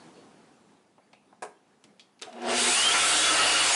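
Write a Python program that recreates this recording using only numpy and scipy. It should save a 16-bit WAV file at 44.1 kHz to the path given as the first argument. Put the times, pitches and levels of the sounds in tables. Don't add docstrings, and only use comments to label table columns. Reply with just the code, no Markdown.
import sys
import numpy as np
from scipy import signal
from scipy.fft import rfft, irfft, next_fast_len
from scipy.io import wavfile
from scipy.ndimage import uniform_filter1d, map_coordinates

SR = 44100
rng = np.random.default_rng(int(sys.argv[2]) if len(sys.argv) > 2 else 0)


def generate_wav(signal):
    frames = np.transpose(np.atleast_2d(signal))
    scaled = np.clip(frames, -1, 1) * 32767
    pcm = np.round(scaled).astype(np.int16)
    wavfile.write(sys.argv[1], SR, pcm)


def field_ratio(decibels):
    return 10 ** (np.asarray(decibels, dtype=float) / 20)


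N = 165375
T = np.arange(N) / SR


def unit(x):
    return x / np.sqrt(np.mean(x ** 2) + 1e-20)


def along(points, hz):
    f, v = np.transpose(points)
    return np.interp(np.log(hz + 1), np.log(f + 1), v)


def curves(rows):
    s, *columns = np.transpose(rows)
    return [np.interp(T, s, column) for column in columns]


def wobble(rate_hz):
    return map_coordinates(rng.standard_normal(1000), [np.minimum(T * rate_hz, 990)])


def placed(start_s, x):
    return np.pad(x, (round(start_s * SR), N))[:N]


def filtered(x, response):
    m = next_fast_len(x.shape[-1] + SR // 4, True)
    spectrum = rfft(x, m) * response(np.fft.rfftfreq(m, 1 / SR))
    return irfft(spectrum, m)[..., :x.shape[-1]]


def peak(f, hz, width_hz):
    damping = 1j * f * width_hz
    return damping / (hz * hz - f * f + damping + 1e-9)


def rush(spectrum, patchy_db):
    z = signal.stft(rng.standard_normal(N), nperseg=512)[2]
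    patches = uniform_filter1d(rng.standard_normal(z.shape), 5, 0)
    patches = unit(uniform_filter1d(patches, 10, 1))
    x = signal.istft(z * field_ratio(patchy_db * patches), nperseg=512)[1][:N]
    return unit(filtered(x, lambda hz: field_ratio(along(spectrum, hz))))


def tone(hz, width_hz, flutter_db):
    phase = 2 * np.pi * np.cumsum(hz + width_hz * wobble(70)) / SR
    return np.sqrt(2) * field_ratio(flutter_db * wobble(45)) * np.sin(phase)


def narrow(hz, width_hz, steady=0, t=T):
    knots = rng.standard_normal((2, 2000))
    a, b = [np.interp(t * width_hz, np.arange(2000), k) for k in knots]
    phase = 2 * np.pi * np.cumsum(hz + 0 * t) / SR
    return unit((a + steady) * np.cos(phase) + b * np.sin(phase))


def burst(level_db, t60_s, attack_s):
    push_db, snap_db, snap_t60_s = 18, 1.5, 0.011
    t = T[:SR // 2]
    shape = field_ratio(-60 * t / t60_s) + field_ratio(snap_db - 60 * t / snap_t60_s)
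    x = shape * (1 - np.exp(-t / attack_s)) * rng.standard_normal(len(t))
    x[0] = field_ratio(push_db)
    return field_ratio(level_db) * x


def ring(start_s, level_db, modes):
    t = T[:SR // 2]
    vibration = sum(field_ratio(level_db + db - 60 * t / t60_s) * np.sin(2 * np.pi * hz * t)
                    for hz, db, t60_s in modes)
    return placed(start_s, vibration)


# start_s, level_db
RUSTLE_FADE = [(0, -52), (.15, -53.5), (.22, -54), (.3, -56), (.45, -57.5), (.6, -60), (.7, -60.5),
               (.8, -64.5), (1.1, -65.5)]
# pitch_hz, level_db (per Hz)
RUSTLE_SPECTRUM = [(24, -63), (40, -32.5), (229, -0.5), (394, -4.5), (616, -11.5), (727, -7), (1910, -20),
                   (10200, -29), (11200, -36), (14600, -68), (22000, -120)]
AIR_SPECTRUM = [(24, -70), (40, -33), (213, 8), (290, -10), (464, -2), (1110, -17), (1190, -8),
                (1410, -12.5), (11200, -27), (14600, -50), (22000, -120)]


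def background():
    rustle = field_ratio(curves(RUSTLE_FADE)[0] + 0.6 * wobble(12.76)) * rush(RUSTLE_SPECTRUM, patchy_db=1.0)
    air = field_ratio(-70 + 0.18 * wobble(5.6)) * rush(AIR_SPECTRUM, patchy_db=5.0)
    return rustle + air


# pitch_hz, t60_s
SHOP_DECAY = [(200, 0.45), (2000, 0.32), (10000, 0.26)]


def shop(x):
    hz, t, z = signal.stft(rng.standard_normal(SR // 2), SR, nperseg=256)
    decay = field_ratio(-60 * t / along(SHOP_DECAY, hz)[:, None])
    tail = signal.istft(z * decay, SR, nperseg=256)[1]
    delayed = np.pad(x, (200, 0))
    return signal.fftconvolve(delayed, tail / np.linalg.norm(tail))[:N]


# start_s, level_db, pitch_hz, width_hz, t60_s
KNOCK_EVENTS = [(0.002, -59, 4350, 400, .2), (.14, -60, 4400, 300, .5), (.165, -59.5, 2900, 1500, 0.27),
                (.168, -43.5, 396, 150, 0.27), (0.981, -49, 706, 590, 0.11),
                (1.131, -49.5, 2370, 2980, 0.085), (1.133, -49, 650, 510, 0.11),
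                (1.145, -58.5, 2600, 500, 0.35), (1.327, -44, 790, 400, 0.076),
                (1.84, -46.5, 2630, 5970, 0.083), (1.844, -50.5, 200, 300, 0.38),
                (1.9957, -44, 3430, 3380, 0.13), (2.193, -51.5, 3530, 3000, 0.04),
                (2.198, -54, 2000, 3000, .1), (2.2157, -39.5, 2230, 5000, 0.06),
                (2.2213, -29.5, 4070, 5560, 0.049), (2.2295, -35, 3270, 1960, 0.069),
                (2.217, -41, 380, 204, 0.34), (2.222, -39.5, 1250, 1500, 0.3),
                (2.268, -36.5, 675, 150, 0.28), (2.328, -46, 2800, 3500, 0.089),
                (2.419, -42.5, 2980, 7100, 0.11)]


def knocks():
    def knock(level_db, hz, width_hz, t60_s):
        even_power = np.sqrt(SR / 8 / width_hz)
        return filtered(burst(level_db, t60_s, 0.00034),
                        lambda f: peak(f, hz, width_hz) ** 2 * even_power)

    return sum(placed(s, knock(db, hz, width_hz, t60_s))
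               for s, db, hz, width_hz, t60_s in KNOCK_EVENTS)


# pitch_hz, level_db, t60_s
CLAMP_MODES = [(720, -2, 0.12), (1012, -12, 0.1), (2056, -1, 0.07), (2266, 0, 0.08), (2600, -8, 0.1),
               (3779, -10, 0.09), (4404, -11, .06)]
# pitch_hz, level_db, t60_s
GUARD_MODES = [(2492, -2, 0.04), (3295, -1, 0.08), (4320, -14, .2), (4587, -8, 0.14)]


def clamp_and_guard():
    return ring(1.1315, -56.5, CLAMP_MODES) + ring(1.9955, -50.5, GUARD_MODES)


# pitch_hz, width_hz, level_db
WOOD_MODES = [(430, 53, 2.5), (715, 150, -4), (1080, 210, -7), (1640, 200, -11.5), (2320, 350, -14.5),
              (5150, 1600, -23.5), (8650, 2700, -21.5)]
# start_s (after landing), level_db
BLOCK_CONTACTS = [
    (0, 2),
    (.005, 4.5),
    (.011, -0.5),
    (0.027, -5.5),
]
# pitch_hz, level_db, t60_s
BLOCK_RING_MODES = [(440, -5, .18), (720, -1, 0.1), (1020, -14, .15), (1136, -13, .13), (1238, -10, .12),
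                    (1620, -11.5, 0.22), (2420, -12, .12)]


def block():
    land_s, level_db = 1.4225, -28

    def blows(t60_s):
        return sum(placed(land_s + delay_s, burst(level_db + db, t60_s, 0.00052))
                   for delay_s, db in BLOCK_CONTACTS)

    def wood(modes):
        return lambda f: sum((-1) ** k * field_ratio(db + 7.0) * peak(f, hz, width_hz)
                             for k, (hz, width_hz, db) in enumerate(modes))

    low = filtered(blows(0.13), wood(WOOD_MODES[:4]))
    high = filtered(blows(0.08), wood(WOOD_MODES[4:]))
    return low + high + ring(land_s, -36.5, BLOCK_RING_MODES)


# start_s, level_db
STARTING_CURRENT = [(2.24, -81), (2.27, -57.5), (2.31, -55.5), (2.36, -44), (2.44, -35), (2.54, -30),
                    (2.64, -34.5), (2.72, -42.5), (2.85, -50)]
# pitch_hz, level_db
STATOR_MODES = [(425, -1), (486, -13), (549, -7), (662, -2.5), (732, -3.5), (860, -6.5), (969, -6.5),
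                (1098, -17)]
# pitch_hz, level_db
MAINS_HARMONICS = [(238, -0.5), (356, -1)]


def growl():
    stator = sum(field_ratio(db) * narrow(hz, 70) for hz, db in STATOR_MODES)
    hum = sum(field_ratio(db) * tone(hz, 9, flutter_db=2.5) for hz, db in MAINS_HARMONICS)
    fall_db = 60 * np.clip(T - STARTING_CURRENT[-1][0], 0, None)
    level_db = curves(STARTING_CURRENT)[0] + 0.5 - fall_db
    return filtered(field_ratio(level_db) * unit(stator + hum), lambda f: 1 / (1 + (150 / (f + 1)) ** 8))


# start_s, level_db
FAN_LEVEL = [(2.4, -71), (2.5, -74), (2.6, -29.5), (2.75, -26.5), (2.85, -32.5), (3.1, -26), (3.4, -36.5),
             (3.75, -31.5)]


def fan():
    hiss = filtered(rush([(1, 0)], patchy_db=2.5), lambda f: peak(f, 8600, 3700) ** 2)
    return field_ratio(curves(FAN_LEVEL)[0]) * unit(hiss)


# start_s, pitch_hz, level_db
BLADE_WHISTLE = [(2.85, 1850, -95), (2.9, 1999, -55), (2.93, 2130, -35), (2.98, 2370, -32),
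                 (3.05, 2700, -37), (3.12, 2910, -47), (3.2, 3240, -39), (3.26, 3430, -35),
                 (3.33, 3470, -70)]


def blade():
    hz, level_db = curves(BLADE_WHISTLE)
    return field_ratio(level_db) * narrow(hz, 190)


# start_s (middle), length_s, pitch_hz, level_db
SINGING_MODES = [(2.501, 0.07, 8200, -46.5), (2.503, 0.073, 660, -40), (2.575, 0.051, 720, -34),
                 (2.626, .05, 405, -40), (2.682, 0.044, 364, -34.5), (2.67, 0.066, 870, -33),
                 (2.701, .05, 8000, -30), (2.741, .06, 9000, -33), (2.772, .06, 1110, -37),
                 (2.79, .05, 6500, -34), (2.873, 0.093, 3156, -21.5), (2.915, .04, 1310, -33),
                 (2.964, 0.041, 1365, -29), (2.97, 0.051, 2350, -31), (3.03, 0.051, 1310, -30),
                 (3.05, .04, 2700, -29.5), (3.125, 0.05, 2780, -32.5), (3.17, 0.084, 7600, -33),
                 (3.19, 0.18, 3800, -35), (3.266, 0.1, 3420, -28), (3.315, 0.047, 1300, -29),
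                 (3.41, .15, 1290, -28.5), (3.38, 0.12, 2800, -35), (3.29, 0.62, 312, -44.5),
                 (3.491, 0.055, 4600, -33), (3.46, 0.097, 10150, -37.5), (3.53, .06, 1390, -34),
                 (3.501, 0.087, 2850, -40), (3.585, 0.07, 2880, -24.5), (3.614, 0.033, 8900, -30.5),
                 (3.703, .05, 7400, -35), (3.7, 0.039, 2150, -36), (3.74, 0.042, 893, -33.5),
                 (3.74, 0.052, 6650, -28)]


def singing():
    total = 0
    for middle_s, length_s, hz, db in SINGING_MODES:
        t = T[:int(2 * length_s * SR)]
        swell = np.exp(-(2 * (t / length_s - 1)) ** 4)
        mode = narrow(hz, 0.026 * hz + 12, steady=0.68, t=t)
        total = total + placed(middle_s - length_s, field_ratio(db) * swell * mode)
    return total


# start_s, pitch_hz (gear mesh), level_db of roar, brightness, mesh whine, other orders
MOTOR_RUN = [(2.24, 300, -58, -16.5, -64, -66), (2.4, 896, -39.5, -37, -74, -70),
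             (2.5, 1355, -20.5, -12.5, -67, -44), (2.58, 1754, -28, 7.5, -50, -34),
             (2.68, 2198, -20.5, -1.5, -33, -44), (2.8, 2875, -24, 3.5, -26.5, -30),
             (2.92, 3295, -18, -3.5, -28, -38), (2.95, 3460, -15, -7.5, -37, -30),
             (3.1, 3877, -20.5, -0.5, -36, -35), (3.25, 4207, -19, -1, -58, -36),
             (3.45, 4503, -15, -6.5, -44, -39), (3.56, 4510, -18.5, -2.5, -34, -30.5),
             (3.62, 4080, -20, -1.5, -54, -35), (3.69, 3330, -19, -1, -46, -34),
             (3.75, 2970, -24, 4, -49, -38)]
# multiple of mesh pitch, level_db, gain_db under the brake
GEAR_ORDERS = [(.295, -6, 2), (.41, -5, 0), (.64, -9, 7), (.81, -9, 0), (2.23, -14, 14)]
# pitch_hz, width_hz, level_db
CASING_MODES = [(718, 84, -5), (1374, 62, -2), (2270, 59, -15), (2880, 220, -2), (3420, 91, -6),
                (3800, 37, -5), (4540, 420, -8)]
# pitch_hz, level_db (per Hz)
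ROAR_SPECTRUM = [(18, -49), (30, -19), (170, -21), (308, -8.5), (1060, -3), (1330, -2.5), (1750, -1),
                 (9190, -6), (11200, -13.5), (14600, -60), (22000, -120)]


def saw():
    mesh_hz, roar_db, bright_db, whine_db, orders_db = curves(MOTOR_RUN)

    roar = rush(ROAR_SPECTRUM, patchy_db=1.5)
    bass = filtered(roar, lambda f: 1 / (1 + (f / 150) ** 4))
    bass_gain = field_ratio(0.7 * (roar_db - roar_db.max()))
    roar = roar - bass * (1 - bass_gain)
    low = filtered(roar, lambda f: 1 / (1 + (f / 2200) ** 2))
    roar = field_ratio(roar_db) * (low + field_ratio(bright_db) * (roar - low))

    brake = np.clip((T - 3.57) / 0.025, 0, 1)
    orders = field_ratio(orders_db) * sum(field_ratio(db + brake * brake_db) * narrow(multiple * mesh_hz, 110)
                                  for multiple, db, brake_db in GEAR_ORDERS)

    def casing(f):
        return 0.71 + field_ratio(-1) * sum(field_ratio(db) * peak(f, hz, width_hz) for hz, width_hz, db in CASING_MODES)

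    pure, fuzzy = tone(mesh_hz, 45.18, flutter_db=3.5), narrow(mesh_hz, 200)
    whine = field_ratio(whine_db) * (0.82 * pure + 0.47 * fuzzy)
    power_on = np.clip((T - MOTOR_RUN[0][0]) / 0.017, 0, 1)
    body = filtered(roar + orders, casing)
    return power_on * (body + whine + singing() + blade() + fan() + growl())


def scene():
    motor = saw()
    hits = filtered(knocks() + block() + clamp_and_guard(),
                    lambda f: (1j * f / (110 + 1j * f)) ** 2)
    mono = motor + field_ratio(-10.5) * shop(motor) + hits + field_ratio(-9.5) * shop(hits) + background()
    return np.array([mono, mono])


def roll_off(x):
    return signal.sosfilt(signal.butter(12, 11900, fs=SR, output="sos"), x)


def record(dry):
    overload, knee, top_hz = 0.16, 2.08, 10850
    soft = dry / (1 + np.abs(dry / overload) ** knee) ** (1 / knee)
    mix = filtered(soft, lambda hz: hz < top_hz)
    return roll_off(mix)


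dry = scene()
out = record(dry)
generate_wav(out)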